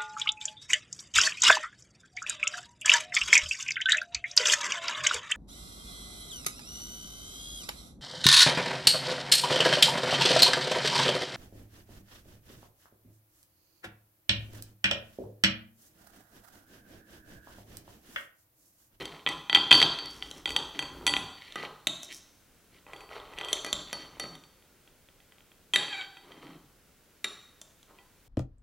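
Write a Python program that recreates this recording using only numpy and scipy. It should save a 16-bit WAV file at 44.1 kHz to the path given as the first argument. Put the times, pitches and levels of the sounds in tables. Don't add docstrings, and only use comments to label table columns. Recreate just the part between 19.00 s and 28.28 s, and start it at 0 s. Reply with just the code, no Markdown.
import sys
import numpy as np
from scipy import signal
from scipy.fft import rfft, irfft, next_fast_len
from scipy.io import wavfile

SR = 44100
rng = np.random.default_rng(int(sys.argv[2]) if len(sys.argv) > 2 else 0)


def to_wav(sig):
    pcm = np.clip(np.atleast_2d(sig), -1, 1) * 32767
    pcm = np.round(pcm).astype(np.int16)
    wavfile.write(sys.argv[1], SR, pcm.T)


N = 409248
TIME = np.arange(N) / SR

# (start [s], length [s], rubbing [dB], pressure re rubbing [dB], crispness re rubbing [dB])
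STROKES = [(-.04, 0.059, -41.5, 5, 5), (.04, 0.16, -53.5, -5, 1), (.26, 0.063, -43.5, -1, 6.5),
           (.52, 0.36, -49, -3, -4), (.71, .14, -42, -1.5, -6), (.92, 0.16, -53.5, 1.5, -2),
           (1.12, 0.28, -56, 2, -1), (1.47, 0.16, -44.5, -4, -59), (1.73, 0.15, -53.5, 7, 3.5),
           (1.9, 0.24, -53, 4.5, -7), (2.09, 0.13, -48.5, 0.5, -5.5), (2.25, 0.098, -57, -3, -10),
           (2.36, 0.2, -65.5, -4.5, 17), (2.565, 0.088, -47, -2.5, 4), (3.86, 0.18, -51, -23, -5),
           (4.09, 0.089, -45.5, -18, -1), (4.19, 0.16, -54, -6, -2.5), (4.35, 0.23, -45.5, -16, -1),
           (4.6, 0.12, -54, -12, -1), (4.72, 0.083, -51, 3, 1.5), (4.86, 0.18, -57, 0, 6.5),
           (5.04, 0.14, -59, 0, -1), (5.2, 0.054, -49.5, 4.5, 4.5), (5.29, 0.065, -61, 6, 4)]
# (start [s], length [s], rubbing [dB], pressure re rubbing [dB], crispness re rubbing [dB])
SHOVES = [(3.08, 0.046, -59.5, -1, 11.5), (3.71, 0.076, -67, 3, 4.5), (5.53, 0.39, -78.5, 7, -1),
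          (6.75, 0.086, -46.5, -26, 8.5), (6.86, 0.17, -56.5, -20, 11.5), (7.22, 0.2, -57, 1.5, -1.5),
          (7.41, 0.084, -53, 5.5, -3.5), (7.5, 0.054, -61.5, 7, 5.5), (8.87, 0.045, -55.5, -6, -12),
          (8.94, 0.046, -71, -5, 4)]
# (start [s], length [s], level before the mix in sawing() [dB])
SLIDES = [(.73, 0.089, -43), (1.08, 0.31, -58), (3.02, .03, -47), (3.1, 0.083, -47.5), (4.52, 0.04, -53)]
# (start [s], length [s], level [dB])
LEANS = [(-.04, 0.1, -54.5), (.25, 0.1, -57.5), (.53, 0.079, -52.5), (.71, 0.16, -51), (1.03, 0.54, -60.5),
         (1.47, .07, -51), (1.62, 0.26, -58.5), (1.91, 0.35, -52), (3.86, 0.5, -63.5), (4.34, 0.36, -61.5),
         (4.72, 0.048, -53), (4.93, 0.41, -62)]
# (frequency [Hz], relative level [dB])
RUMBLE_SPECTRUM = [(15, -13.5), (25, -8), (40, -4.5), (65, -3.5), (90, -12.5), (120, -18), (200, -43)]
THUD_SPECTRUM = [(70, -32.5), (120, -19), (160, 1.5), (200, -13), (270, 3), (420, -5), (700, -44)]
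DOUGH_SPECTRUM = [(220, -28.5), (430, 4), (600, -1), (850, -1), (1300, -0.5), (1700, -8), (3000, -40.5)]
CRUST_SPECTRUM = [(900, -30.5), (1600, -11), (2000, 6), (2600, -1.5), (3200, -2.5), (4200, -1.5),
                  (5000, -20), (9000, -36.5)]
STEEL_SPECTRUM = [(3500, -29), (5500, 8), (6800, -1.5), (8500, -3.5), (10500, -3), (13000, -12.5),
                  (16000, -15)]

# (time [s], level [dB], weight [dB], edge [dB], ring time [factor])
PLATE_KNOCKS = [(.0546, -37.5, -5, 8.5, 0.27), (.2638, -23.5, 1, -17, 0.78), (.2727, -26.5, 5, -11.5, 1.06),
                (.289, -34.5, 6, 11, 0.13), (.4964, -23, -1.5, -9.5, 0.65), (.5284, -23, 0, -7, 0.31),
                (.5475, -9.5, -8.5, -8.5, 0.69), (.5591, -22.5, 5, -1, 0.45), (.5714, -29, 7.5, -5, 0.3),
                (.7093, -14, -5, -7, 0.83), (.7143, -9, -2.5, -12.5, 1.05), (.7267, -10, -4, -6.5, 0.74),
                (.734, -19.5, -11.5, -3.5, 0.56), (.7417, -21, 2, -1.5, 0.39), (.7516, -26, -8, 6, 0.43),
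                (.8011, -21.5, -10.5, -2, 0.15), (.8158, -20.5, 4, 0.5, 0.33),
                (.8267, -13.5, -5.5, -5.5, .45), (.9873, -33, -5, -2, 0.44), (1.2242, -32, -5.5, -14, 0.27),
                (1.4568, -24.5, -3, -4.5, 0.46), (1.4753, -38, 5, 4, 1.8), (1.4918, -34, -6, 4, 0.3),
                (1.5047, -38.5, 8.5, 11, 0.49), (1.5186, -54, 2, 23, .48), (1.5631, -19, -5, 1.5, 0.32),
                (1.7909, -26, 0, 3, 0.56), (1.8244, -44, 16, 13, 0.99), (2.066, -23, 2.5, 12.5, .9),
                (2.0761, -22, 0, 3.5, 0.62), (2.0933, -27, -11, -18, 0.95), (2.1378, -23.5, 1.5, -2, 0.36),
                (2.1654, -25, 3, -2, 0.36), (2.1732, -48, 12, 19, .48), (3.8651, -73, 33.5, -4, 0.65),
                (3.9335, -51, 17.5, 9.5, 0.96), (3.962, -50, -6.5, 4.5, 2), (4.0057, -54, 11.5, 9.5, 1.6),
                (4.0909, -61, 17, 3, 0.43), (4.3352, -58.5, 18.5, 9.5, 0.42),
                (4.3782, -49.5, 14.5, -5.5, .29), (4.3858, -36.5, 1.5, 5, 0.44), (4.4114, -38, 7, 0, 0.42),
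                (4.432, -42, -17, -13, 7.4), (4.4467, -39, -7, 7, 0.86), (4.4847, -36.5, -1, 4, 2.8),
                (5.4375, -56.5, 2, 9, .6), (6.7362, -21, -4.5, 3.5, 2.47), (6.7589, -34, -17, 0.5, 0.87),
                (6.8292, -33.5, -10, -11, 3.7), (6.8812, -38, 1, -13, 1.1), (6.926, -36, -8, -27, 3.3),
                (7.0112, -36.5, -11, -18, 2), (7.1692, -51.5, 8.5, 0.5, 1.1), (7.319, -50.5, 2, 0, 0.49),
                (8.9865, -62, 14.5, -11, 2)]
# (time [s], level [dB])
FILLING_SNAPS = [(5.6242, -66.5), (5.8757, -60), (6.087, -59), (6.2023, -62), (6.3216, -59), (6.3834, -63),
                 (6.4058, -62), (6.517, -60.5)]
# (time [s], level [dB], weight [dB], edge [dB], ring time [factor])
BLADE_CLINKS = [(1.3124, -40, 0, -2, .27), (2.5227, -44.5, -2.5, -8.5, .6), (2.8703, -31.5, 7.5, 4, 1.1),
                (3.0316, -48.5, 8.5, 11, 0.6), (3.138, -65, 0, 12, .4), (4.1999, -47.5, 4, -18, .68),
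                (4.5295, -22.5, -1, 0.5, 0.78), (4.5696, -49, -4, 2, .74), (4.7284, -23, -2.5, -2.5, 0.83),
                (8.6145, -50, 4.5, 8, 1.6), (8.8295, -58, 0, 0, .38)]
# (time [s], level [dB], weight [dB], edge [dB], ring time [factor])
FORK_TAPS = [(2.8701, -21.5, -10.5, -2, 0.52), (6.7587, -21, 2.5, -0.5, 0.51), (8.2427, -29.5, 3.5, 4, 1)]
# (time [s], level [dB], weight [dB], edge [dB], ring time [factor])
TIP_TICKS = [(1.0577, -50, -5.5, -2.5, 0.38), (2.5568, -44, 6.5, -5.5, 1.04),
             (4.6467, -40.5, -0.5, -2.5, 0.39), (4.6634, -51, 7, 4, 2.6), (4.9289, -40, 0, 0.5, 0.92),
             (5.1973, -40, -2.5, 1, 1.16), (5.2382, -56.5, 14, -4, 0.63), (5.3522, -50.5, -10, -9, 1.1)]
# (frequency [Hz], relative level [dB], t60 before the ring factor [s])
PLATE_MODES = [(153, -26.5, 0.081), (287, -32, 0.24), (324, -23.5, 0.18), (370, -23.5, 0.066),
               (650, -23, .02), (798, -16.5, 0.093), (1000, -11.5, 0.028), (1394, -20, .06),
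               (1971, -13.5, 0.091), (2450, -8, .018), (2610, -9.5, 0.02), (2750, -17, 0.0043),
               (3179, 0, 0.051), (3299, 1.5, 0.015), (3560, -14, 0.075), (3930, -27, 0.031),
               (4564, -12.5, 0.35), (4244, -14.5, .02), (5873, -23.5, 0.042), (6110, -20, .1),
               (7020, -15.5, .008), (7980, -22, 0.12), (8430, -27, 0.013), (9830, -27, 0.084),
               (10680, -28.5, .03), (12200, -37, .08), (13020, -34, .04), (13420, -39.5, .04),
               (15600, -42, .04)]
BLADE_MODES = [(362, -14.5, 0.048), (630, -1, 0.036), (1110, -10, .03), (1551, -37.5, 0.036),
               (1972, -33, 0.039), (2610, -15, 0.023), (3150, -6, 0.051), (3310, -5.5, 0.014),
               (3540, -2.5, 0.027), (3550, 5.5, 0.0091), (4100, -5, 0.02), (4350, -30.5, 0.37),
               (5980, -14, 0.033), (6450, -13, 0.013), (7330, -14, 0.039), (8100, -26, 0.033),
               (8500, -32, .03), (10030, -16, 0.033), (10700, -24.5, 0.023), (11960, -32.5, 0.023),
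               (12820, -20, .02)]
FORK_MODES = [(287, -17, 0.015), (478, -8.5, 0.029), (1674, -3.5, 0.045), (1620, -3.5, 0.0057),
              (1965, 5.5, 0.019), (2356, 4, 0.039), (2500, 1.5, 0.0084), (2660, 10, 0.0054),
              (2660, -32.5, 0.013), (3240, -4, .01), (3680, -24, 0.0016), (3712, 9, 0.055),
              (3850, 4.5, 0.015), (4010, -15, 0.019), (4200, -0.5, 0.017), (4930, -24, .012),
              (5530, -7, 0.018), (5890, -0.5, 0.011), (6200, -21.5, .008), (7270, 4.5, 0.033),
              (7780, -45, 0.021), (9730, -12.5, 0.055), (10500, -15.5, 0.013), (12800, -14, .015)]
TIP_MODES = [(440, -3.5, 0.1), (758, -3, 0.047), (1240, 3.5, 0.037), (1582, -9.5, 0.1), (1975, 4, 0.045),
             (2470, -4.5, 0.038), (3140, 0.5, 0.059), (3620, 3.5, 0.024), (4480, 8, 0.37),
             (4970, 2.5, 0.016), (5830, 4, 0.023), (7110, 3.5, 0.0063), (8380, -1.5, 0.013),
             (9860, -15.5, 0.12), (10280, -13.5, 0.021), (11300, -10.5, .02), (12830, -17, .02)]
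# (low edge [Hz], high edge [Hz])
BANDS = [(130, 1250), (1250, 2800), (2800, 4200), (4200, 5200), (5200, 9000), (9000, 15500)]
PLATE_VOICE_DB = [-12.5, -4.5, -1, -10.5, -17.5, -24.5]
BLADE_VOICE_DB = [-11.5, -13.5, -0.5, -23, -4.5, -12.5]
FORK_VOICE_DB = [-18, -2, 1, -15, -9.5, -15.5]
TIP_VOICE_DB = [2.5, 3, 1, 0.5, 1, -4]
WEIGHT_SHARE = [1, .75, 0, 0, 0, 0]
EDGE_SHARE = [0, 0, 0, .8, 1, 1]
SPOT_SHARE = [0, 0, 0, 1, 0, 0]
# (time [s], level of that ring [dB])
CONTACT_SPOT = [(.27, -7.5), (.5, 1.5), (.72, 4), (1.05, 8.5), (1.45, -5), (2.07, -8), (2.87, -9),
                (4.5, -12), (4.7, 0.5), (5.3, -3), (6.75, -12.5), (8.24, 2.5)]
# (frequency [Hz], relative level [dB])
CRACK_SPECTRUM = [(130, -8.5), (300, 13), (520, 8.5), (950, -1), (2000, 0), (4000, -3), (5500, -10),
                  (9000, -15), (15000, -33.5)]
# (frequency [Hz], gain at resonance [dB], t60 [s])
RIM_MODES = [(1981.4, -3, 0.31), (3166, -5, 0.15), (6175, 11, 0.67), (7400, -1.5, 0.51), (9831, -0.5, .4)]

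# (start [s], length [s], first slip rate [Hz], last slip rate [Hz], level [dB])
SQUEAKS = [(4.655, 0.0134, 855, 803, -42), (6.769, .02, 778, 850, -33), (6.807, .075, 823, 862, -63),
           (6.886, .068, 904, 765, -41), (6.963, .052, 799, 751, -42)]
# (frequency [Hz], relative level [dB])
SQUEAK_SPECTRUM = [(300, -24), (780, 2), (1600, 7.5), (2300, 15), (3100, -10), (3800, 9.5), (4800, -35),
                   (6200, -20), (7400, -5), (9000, -33), (15000, -39)]

# (frequency [Hz], relative level [dB])
ROOM_COLOUR = [(60, -5), (160, 7), (400, -1), (1000, 3.5), (2000, -16), (3200, -4.5), (4500, -3),
               (7000, -11), (10000, -3), (15000, -15.5)]
# (frequency [Hz], t60 [s])
ROOM_T60 = [(100, 0.8), (400, 0.28), (1500, 0.86), (3500, 0.63), (7000, .65), (14000, 0.4)]
# (frequency [Hz], relative level [dB])
FLOOR_SPECTRUM = [(12, -31.5), (20, 7.5), (49, -3), (285, -10), (542, -12.5), (678, -17), (1190, -20),
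                  (1440, -16), (1710, -19.5), (2820, -20.5), (3070, -21.5), (4810, -24), (14700, -26.5),
                  (16000, -23.5)]
SIDE_SPECTRUM = [(20, 14.5), (60, 12.5), (150, 6.5), (500, 1.5), (2000, -6.5), (8000, -2), (16000, -1.5)]


def undb(db):
    return 10 ** (np.asarray(db) / 20)


def unit(x):
    return x / np.sqrt(np.mean(x ** 2) + 1e-20)


def at(points, hz):
    f, value = np.transpose(points)
    return np.interp(np.log(np.maximum(hz, 1)), np.log(f), value)


def colour(x, points):
    size = next_fast_len(len(x))
    gain = undb(at(points, np.fft.rfftfreq(size, 1 / SR)))
    return irfft(rfft(x, size) * gain, size)[:len(x)]


def band(x, lo, hi, order=2):
    return signal.sosfilt(signal.butter(order, [lo, hi], "band", fs=SR, output="sos"), x)


def decay(t, t60):
    return np.exp(-np.log(1000) * t / t60)


def walk(rate):
    knots = rng.standard_normal(2048)
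    return 1.1 * np.interp(TIME * rate, np.arange(len(knots)), knots)


def sawing():
    dough_gain, thud_gain, crust_gain = rubbing(STROKES) + rubbing(SHOVES)
    steel_gain = effort(SLIDES) + undb(-16) * crust_gain
    catch = undb(2.0 * walk(45))
    rumble = unit(colour(rng.standard_normal(N), RUMBLE_SPECTRUM)) * effort(LEANS)
    thud = unit(colour(grains(rate=1000, spread_db=-4.0, bed=0.7), THUD_SPECTRUM)) * thud_gain
    dough = unit(colour(grains(rate=500, spread_db=4, bed=0.5), DOUGH_SPECTRUM)) * dough_gain
    breaks = unit(colour(grains(rate=550, spread_db=3.5, bed=0.5), CRUST_SPECTRUM))
    crust = (breaks + undb(-5.5) * plate_ring(breaks)) * crust_gain
    steel = unit(colour(grains(rate=900, spread_db=4, bed=0.6), STEEL_SPECTRUM)) * steel_gain
    strokes = undb(-5.0) * thud + undb(-4.0) * dough + undb(-5) * crust + undb(-3.5) * steel
    return rumble + catch * strokes


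def rubbing(table):
    dough = thud = crust = 0
    for start, length, rubbing_db, pressure_db, crisp_db in table:
        move = effort([(start, length, rubbing_db)])
        dough = dough + move
        thud = thud + move * undb(pressure_db)
        crust = crust + move * undb(crisp_db)
    return np.array([dough, thud, crust])


def effort(rows):
    return sum(undb(db) * gesture(start, length, attack_s=0.029, release_s=0.018) for start, length, db in rows)


def gesture(start, length, attack_s, release_s):
    rise = np.clip((TIME - start) / attack_s, 0, 1)
    return rise * np.exp(-np.clip((TIME - start - length) / release_s, 0, 40))


def grains(rate, spread_db, bed):
    happens = rng.random(N) < rate / SR
    clicks = happens * undb(spread_db * np.minimum(rng.exponential(size=N), 5))
    return unit(unit(clicks) + bed * rng.standard_normal(N))


def plate_ring(x):
    t = np.arange(SR // 3) / SR
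    response = sum(undb(db) * np.sin(2 * np.pi * hz * t) * decay(t, t60)
                   for hz, db, t60 in PLATE_MODES if t60 > 0.05)
    return unit(signal.fftconvolve(x, response)[:N])


def blows(table, modes, voice_db, crack_db, crack_t60, scatter_db, detune, contact_s):
    out = np.zeros(N + SR)
    t = np.arange(SR // 3) / SR
    attack = SR // 170
    hz, mode_db, t60 = np.transpose(modes)
    push = np.sin(np.pi / 2 * np.minimum(t / contact_s, 1)) ** 2
    for s, level_db, weight_db, edge_db, ring in table:
        spot_db = np.interp(s, *np.transpose(CONTACT_SPOT))
        balance_db = np.dot([weight_db, edge_db, spot_db], [WEIGHT_SHARE, EDGE_SHARE, SPOT_SHARE])
        band_db = level_db + np.array(voice_db) + balance_db
        pitch, size, sign = rng.standard_normal((3, len(hz)))
        f = hz * (1 + detune * pitch * np.minimum(1, 0.014 / t60) ** 2)
        life = t60 * max(ring, 0.2)
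        gain = np.sign(sign) * undb(mode_db + scatter_db * size) / np.sqrt(np.minimum(life, 0.08))
        ringing = gain[:, None] * np.cos(2 * np.pi * f[:, None] * t) * decay(t, life[:, None]) * push
        noise = colour(rng.standard_normal(len(t)), CRACK_SPECTRUM) * decay(t, crack_t60)
        crack = noise * undb(crack_db) * np.std(ringing.sum(0)[:attack]) / np.std(noise[:attack])
        start = int(s * SR)
        for (lo, hi), db in zip(BANDS, band_db):
            in_band = (hz >= lo) & (hz < hi)
            part = ringing[in_band].sum(0) + band(crack, lo, hi, order=3)
            part = band(part, lo * 0.8, hi * 1.2)
            out[start:start + len(t)] += part * undb(db) / np.std(part[:attack])
    return out[:N]


def plate_contacts():
    return blows(PLATE_KNOCKS + filling_snaps(), PLATE_MODES, PLATE_VOICE_DB, crack_db=-15, crack_t60=0.022,
                 scatter_db=1.5, detune=0.013, contact_s=0.0006)


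def filling_snaps(weight_db=5, edge_db=1, ring=0.3):
    return [(s, db, weight_db, edge_db, ring) for s, db in FILLING_SNAPS]


def blade_clinks():
    return blows(BLADE_CLINKS, BLADE_MODES, BLADE_VOICE_DB, crack_db=-9, crack_t60=0.015,
                 scatter_db=2, detune=0.003, contact_s=0.0005)


def fork_taps():
    return blows(FORK_TAPS, FORK_MODES, FORK_VOICE_DB, crack_db=-5, crack_t60=0.05,
                 scatter_db=2, detune=0.004, contact_s=0.0012)


def tip_ticks():
    return blows(TIP_TICKS, TIP_MODES, TIP_VOICE_DB, crack_db=-5.5, crack_t60=0.025,
                 scatter_db=2, detune=0.015, contact_s=0.0008)


def rim(x):
    t = np.arange(SR) / SR
    response = 0
    for hz, db, t60 in RIM_MODES:
        fade = decay(t, t60)
        response = response + undb(db) * 2 * fade / fade.sum() * np.cos(2 * np.pi * hz * t)
    return signal.fftconvolve(x, response)[:N]


def squeak(jitter=0.016, flutter_db=3.0, rasp_db=-10):
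    glides = []
    for s, length, first, last, _ in SQUEAKS:
        glides += [(s, first), (s + length, last)]
    hz = np.interp(TIME, *np.transpose(sorted(glides)))
    phase = 2 * np.pi * np.cumsum(hz * (1 + jitter * walk(200))) / SR
    slips = sum(np.cos(k * phase) for k in range(1, 15))
    rasp = undb(rasp_db) * rng.standard_normal(N)
    tone = unit(colour(unit(slips) + rasp, SQUEAK_SPECTRUM))
    touching = sum(undb(db) * gesture(s, length, attack_s=0.016, release_s=0.019)
                   for s, length, _, _, db in SQUEAKS)
    return tone * touching * undb(flutter_db * walk(90))


def room(x, wet_db=-1.0, first_s=0.003, build_s=0.01):
    t = np.arange(SR) / SR
    noise = rfft(rng.standard_normal(SR))
    octave = np.log2(np.maximum(np.arange(len(noise)), 1))
    centres = np.arange(6, 15)
    tail = 0
    for centre, pick in zip(centres, np.eye(len(centres))):
        t60 = at(ROOM_T60, 2. 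** centre)
        part = irfft(noise * np.interp(octave, centres, pick), SR) * undb(at(ROOM_COLOUR, 2. ** centre))
        tail = tail + part * decay(t, t60) * np.sqrt(2 * np.log(1000) / (t60 * SR))
    tail = tail * np.clip((t - first_s) / build_s, 0, 1)
    return undb(wet_db) * signal.fftconvolve(x, tail)[:N]


def background(mid_db=-61.5, side_db=-68):
    mid = unit(colour(rng.standard_normal(N), FLOOR_SPECTRUM))
    side = unit(colour(rng.standard_normal(N), SIDE_SPECTRUM))
    return undb(mid_db) * mid + undb(side_db) * side * np.array([[1], [-1]])


def scene():
    near = sawing() + plate_contacts() + blade_clinks() + fork_taps() + tip_ticks()
    near = near + rim(near) + squeak()
    return near + room(near) + background()


def record(dry):
    low_cut = signal.butter(1, 48, "high", fs=SR, output="sos")
    top_cut = signal.ellip(10, 0.2, 85, 15800, fs=SR, output="sos")
    thinned = signal.sosfilt(low_cut, dry)
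    return signal.sosfilt(top_cut, np.clip(thinned, -1, 1))


dry = scene()
out = record(dry)
to_wav(out)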